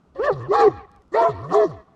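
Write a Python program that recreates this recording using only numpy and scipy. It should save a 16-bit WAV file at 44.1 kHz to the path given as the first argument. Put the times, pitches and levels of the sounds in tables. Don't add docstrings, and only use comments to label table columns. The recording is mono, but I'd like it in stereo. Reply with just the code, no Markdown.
import sys
import numpy as np
from scipy import signal
from scipy.fft import rfft, irfft
from scipy.io import wavfile

SR = 44100
rng = np.random.default_rng(int(sys.argv[2]) if len(sys.argv) > 2 else 0)


def amplitude_ratio(level_db):
    exponent = np.asarray(level_db, float) / 20
    return 10 ** exponent


def master_out(mix):
    frames = np.transpose(np.atleast_2d(mix))
    ceiling = np.clip(frames, -1, 1)
    pcm = np.round(ceiling * 32767).astype(np.int16)
    wavfile.write(sys.argv[1], SR, pcm)


N = 85995

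# centre in Hz, width in Hz, level in dB.
THROAT_MODES = [(420, 80, 23.5), (722, 70, 15), (1096, 100.5, 24), (1837, 111, 11.5), (2680, 510, -5.5),
                (3440, 540, -9.5), (4260, 540, -2.5), (5630, 700, -12), (6950, 780, -15.5),
                (9500, 3000, -32)]
FLAP_HZ, FLAP_DB = 60, 1
LEFT_RIGHT = np.array([[1], [-1]])


def drift(rate_hz):
    r = np.exp(-2 * np.pi * rate_hz / SR)
    x = signal.lfilter([1], [1, -2 * r, r * r], rng.standard_normal(N + 4000))[4000:]
    return x / x.std()


def track(rows):
    t = np.arange(N) / SR
    times, *columns = np.transpose(rows)
    fade_s = 0.0038
    inside_s = np.minimum(t - times[0], times[-1] - t)
    gate = np.clip(inside_s / fade_s + 1, 0, 1)
    return [np.interp(t, times, column) for column in columns] + [gate]


def peak(x, hz, width):
    r = np.exp(-np.pi * width / SR)
    poles = [1, -2 * r * np.cos(2 * np.pi * hz / SR), r * r]
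    return signal.lfilter([(1 - r * r) / 2, 0, (r * r - 1) / 2], poles, x)


def cut(x, hz, kind):
    return signal.sosfilt(signal.butter(2, hz, kind, fs=SR, output="sos"), x)


def voice(rows):
    hz, db, *_, gate = track(rows)
    wobble_rad = 0.19
    phase = 2 * np.pi * np.cumsum(hz) / SR + wobble_rad * drift(FLAP_HZ)
    return phase, np.sqrt(2) * gate * amplitude_ratio(db + FLAP_DB * drift(FLAP_HZ))


def opening(hz):
    return amplitude_ratio(-11) + sum(1 / (1 + ((hz - f) / w) ** 2) for f, w, _ in THROAT_MODES[1:5])


def barks():
    # time in seconds, pitch in Hz, level in dB, breath airflow in dB.
    lows = [[(.15, 259.4, -57, -60.5), (.18, 342.3, -45, -57.5), (0.199, 406.2, -20, -56),
             (0.226, 510.7, -22, -52), (0.244, 572.5, -22.5, -44.5), (0.267, 595, -24, -41),
             (0.286, 573.7, -21, -46.5), (0.311, 391, -16, -52), (0.341, 371.6, -36.5, -55.5)], [(0.486, 341.9, -32.5, -66), (.515, 400.1, -15, -49), (0.544, 447.5, -21.5, -36),
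                           (.578, 496, -31, -38.5), (.6, 459.8, -23, -34.5), (.64, 449, -12.5, -44.5),
                           (0.682, 394.8, -9.5, -50), (0.692, 328.6, -30, -61), (0.714, 301, -36.5, -61.5)], [(1.121, 310.7, -44, -60.5), (1.136, 348.7, -34, -52),
                                         (1.144, 411.5, -19.5, -45.5), (1.169, 449.6, -23.5, -42.5),
                                         (1.21, 463.3, -25.5, -39), (1.235, 471.7, -30, -39),
                                         (1.269, 440, -27.5, -45), (1.299, 420, -22.5, -53.5),
                                         (1.326, 420, -38, -58.5)], [(1.491, 261, -46.5, -61.5), (1.525, 308, -28, -42),
                                                       (1.545, 393.8, -21, -38), (1.561, 415.8, -14.5, -42),
                                                       (1.6, 429.2, -15, -45.5), (1.641, 415.7, -16.5, -45),
                                                       (1.658, 345, -19.5, -51.5), (1.683, 273, -39.5, -58)]]
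    # time in seconds, pitch in Hz, level in dB.
    highs = [[(0.148, 514.4, -76), (0.16, 537, -38.5), (0.2, 550, -37.5)], [(.52, 551.8, -25), (.54, 672.7, -24), (.558, 826.5, -21.5),
                             (0.589, 815, -16.5), (.63, 814, -17), (0.655, 738.5, -23.5), (.67, 798, -24.5),
                             (.695, 718, -33.5)], [(1.148, 520, -19.5), (1.172, 659.7, -22), (1.212, 686.7, -19.5),
                                            (1.246, 659.6, -16), (1.277, 693.3, -17), (1.295, 674, -36.5),
                                            (1.32, 678, -36)], [(1.53, 601.5, -31.5), (1.56, 656.2, -19.5),
                                                           (1.58, 680, -21), (1.627, 640.5, -17.5),
                                                           (1.645, 640.3, -23), (1.669, 650, -41)]]
    # time in seconds, pitch in Hz, level in dB.
    strays = [[(0.272, 728.6, -34.5), (0.292, 597, -17), (0.31, 462, -21.5)], [(0.511, 1050, -31.5), (0.538, 1305, -27), (0.561, 1312, -39.5),
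                               (.59, 1341, -28.5), (0.609, 1368, -33.5)], [(1.158, 895, -30.5), (1.191, 926.8, -16),
                                               (1.216, 927, -24.5), (1.249, 1030, -21), (1.28, 1006, -26.5),
                                               (1.3, 970, -34.5)], [(1.516, 715.7, -33.5), (1.546, 800, -27),
                                                               (1.58, 754, -24.5), (1.6, 720, -27)]]
    mixes = [(2, 0), (3, 0), (5, 0), (6, 0), (0, 2), (0, 3), (0, 5), (1, 1), (-1, 2), (1, 2), (2, 1),
             (0, 1.5), (0, 4 / 3)]
    mix_levels = [
        [-8, -11.5, -35, -36.5, -16, -20.5, -48, -51.5, -26.5, -14.5, -35, -20, -41.5],
        [-25, -27, -33.5, -44.5, -19, -33.5, -27.5, -17, -7, -36, -22, -19, -29],
        [-29.5, -12.5, -27, -42, -19.5, -37.5, -43, -23, -16.5, -37.5, -21, -19, -21],
        [-27.5, -52, -43, -49, -20.5, -33, -39.5, -22, -33.5, -24.5, -38, -17, -33.5],
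    ]
    # lower voice in dB, upper voice in dB, over the breath.
    snap_levels = [(-7, -16), (-7.5, -2.5), (-7.5, -5.5), (-15, -6)]
    snap_sharpness, air_pulse, lift_follows_air = 77, 0.22, 0.65

    tones, air, snaps = 0, 0, 0
    for low, high, stray, mix, snap in zip(lows, highs, strays, mix_levels, snap_levels):
        low_phase, low_size = voice(low)
        high_phase, high_size = voice(high)
        stray_phase, stray_size = voice(stray)
        low_hz, _, air_db, gate = track(low)
        high_hz, _, high_gate = track(high)
        tones = tones + low_size * np.sin(low_phase) + high_size * np.sin(high_phase)
        tones = tones + stray_size * np.sin(stray_phase)

        mouth = amplitude_ratio(lift_follows_air * (air_db - air_db.max()))
        for (m, n), db in zip(mixes, mix):
            if n == 0:
                size = low_size
            elif m == 0:
                size = high_size
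            else:
                size = np.minimum(low_size, high_size)
            lift = opening(m * low_hz + n * high_hz) * mouth
            unsteady = amplitude_ratio(db + 5.5 + 3.25 * FLAP_DB * drift(FLAP_HZ / 2))
            tones = tones + size * lift * unsteady * np.sin(m * low_phase + n * high_phase)

        air = air + gate * amplitude_ratio(air_db) * (1 + air_pulse * np.sin(low_phase))
        for phase, on, db in zip([low_phase, high_phase], [gate, high_gate], snap):
            closure = np.exp(snap_sharpness * (np.cos(phase) - 1))
            snaps = snaps + on * amplitude_ratio(air_db + db + 9) * closure
    return tones, air, snaps


def growls():
    # time in seconds, pitch in Hz, level in dB.
    growl_tracks = [[(0.325, 158.0, -35.5), (0.417, 108.8, -36), (0.5, 154.8, -43)], [(0.685, 152, -37), (0.787, 67.5, -45.5), (0.85, 57.2, -61.5)], [(1.29, 156.7, -35.5), (1.372, 79.45, -39),
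                                                     (1.53, 188.9, -37)], [(1.665, 179.6, -45),
                                                                     (1.694, 163.5, -35.5),
                                                                     (1.74, 103.8, -42.5),
                                                                     (1.782, 74.2, -48.5), (1.82, 62, -58)]]
    orders_db = [3, -20, -7, -7.5, -31.5, -37.5, -29, -23.5, -23.5, -46.5]
    air_under_growl_db, air_pulse = -23.5, 0.34
    tones, air = 0, 0
    for rows in growl_tracks:
        phase, size = voice(rows)
        for k, db in enumerate(orders_db, 1):
            tones = tones + size * amplitude_ratio(db) * np.sin(k * phase)
        air = air + size * amplitude_ratio(air_under_growl_db) * (1 + air_pulse * np.sin(phase))
    return tones, air


def throat(air, snaps):
    patch_db, patch_hz = 4.5, 14
    bright_snaps = cut(cut(snaps, 2100, "high"), 2100, "high")
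    source = air * rng.standard_normal(N) + bright_snaps + 1e-18
    out = 0
    for k, (hz, width, db) in enumerate(THROAT_MODES):
        ring = peak(peak(source, hz, 1.64 * width), hz, 1.64 * width)
        out = out + (-1) ** k * amplitude_ratio(db + 8 + patch_db * drift(patch_hz)) * ring
    return out


def nearby(x):
    t = np.arange(SR // 20) / SR
    t60_s = 0.015
    taps = rng.standard_normal(len(t)) * amplitude_ratio(-60 * t / t60_s)
    taps = taps / np.sqrt(np.sum(taps ** 2))
    side = np.convolve(cut(x, 890, "high"), taps)[:N]
    return amplitude_ratio(-9.5) * side * LEFT_RIGHT


def yard(x):
    # delay in seconds, left level in dB, right level in dB.
    echoes = [
        (0.033, -33.5, -27.5),
        (.17, -23, -25.5),
        (0.339, -39, -40),
    ]
    far = cut(x, [800, 4000], "band") + amplitude_ratio(5) * peak(x, 2340, 630)
    out = np.zeros((2, N))
    for delay_s, *db in echoes:
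        start = int(delay_s * SR)
        out[:, start:] += amplitude_ratio(np.array(db))[:, None] * far[:N - start]

    t = np.arange(SR) / SR
    t60_s, rise_s = 0.78, 0.03
    scatter = rng.standard_normal((2, SR)) * amplitude_ratio(-60 * t / t60_s) * np.clip(t / rise_s, 0, 1)
    scatter = scatter / np.sqrt(np.sum(scatter ** 2, axis=1, keepdims=True))
    dull = cut(far, 2500, "low")[None]
    return out + amplitude_ratio(-25) * signal.fftconvolve(dull, scatter, axes=1)[:, :N]


def ticks():
    # time in seconds, level in dB.
    snapping = [
        (.365, -59.5),
        (.43, -45),
        (.9165, -41.5),
        (.962, -44.5),
        (1.021, -46.5),
        (1.08, -54),
    ]
    # pitch in Hz, level in dB, 60 dB decay in seconds.
    stalk_modes = [(3700, -3, .006), (5300, 0, .006), (6200, -2, .005), (7700, -4, .004), (9500, -5, .004)]
    out = 0
    for hz, db, t60 in stalk_modes:
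        clicks = np.full(N, 1e-18)
        for s, peak_db in snapping:
            clicks[int(s * SR)] = amplitude_ratio(peak_db + db - 14.5 + rng.normal(0, 1.5))
        r = amplitude_ratio(-60 / (t60 * SR))
        w = 2 * np.pi * hz / SR
        out = out + signal.lfilter([0, np.sin(w)], [1, -2 * r * np.cos(w), r * r], clicks)
    return out * amplitude_ratio(2 * LEFT_RIGHT)


def wind():
    # time in seconds, level in dB.
    gust = [
        (0.0, -72.5),
        (0.244, -48),
        (1.95, -69),
    ]
    gust_hz = 71.4
    db, _ = track(gust)
    rumble = cut(rng.standard_normal((2, N)), gust_hz, "low")
    rumble = cut(rumble, 2.0 * gust_hz, "low")
    mid, side = cut(rumble, 60, "high")
    return amplitude_ratio(db - 1.5 * LEFT_RIGHT) * (mid + .25 * side * LEFT_RIGHT) / mid.std()


def night():
    # frequency in Hz, level in dB.
    night_spectrum = [(59, -27.5), (100, -14), (151, -4.5), (895, -20.5), (1410, -20), (1630, -33.5),
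                      (14000, -47)]
    hz = np.arange(N // 2 + 1) * SR / N + 1
    f, db = np.transpose(night_spectrum)
    shape = amplitude_ratio(np.interp(np.log(hz), np.log(f), db))
    mid, side = irfft(rfft(rng.standard_normal((2, N))) * shape, N)
    both = cut(mid + .4 * side * LEFT_RIGHT, 7000, "low")
    return amplitude_ratio(-59.5 + 0.5 * drift(14)) * both / mid.std()


def scene():
    bark_tones, bark_air, snaps = barks()
    growl_tones, growl_air = growls()
    dog = bark_tones + growl_tones + throat(bark_air + growl_air, snaps)
    direct = dog * amplitude_ratio(-0.18 * LEFT_RIGHT)
    return direct + nearby(dog) + yard(dog) + ticks() + night() + wind()


def low_pass(x):
    return signal.sosfilt(signal.butter(12, 14480, fs=SR, output="sos"), x)


def record(dry):
    return low_pass(dry)


dry = scene()
out = record(dry)
master_out(out)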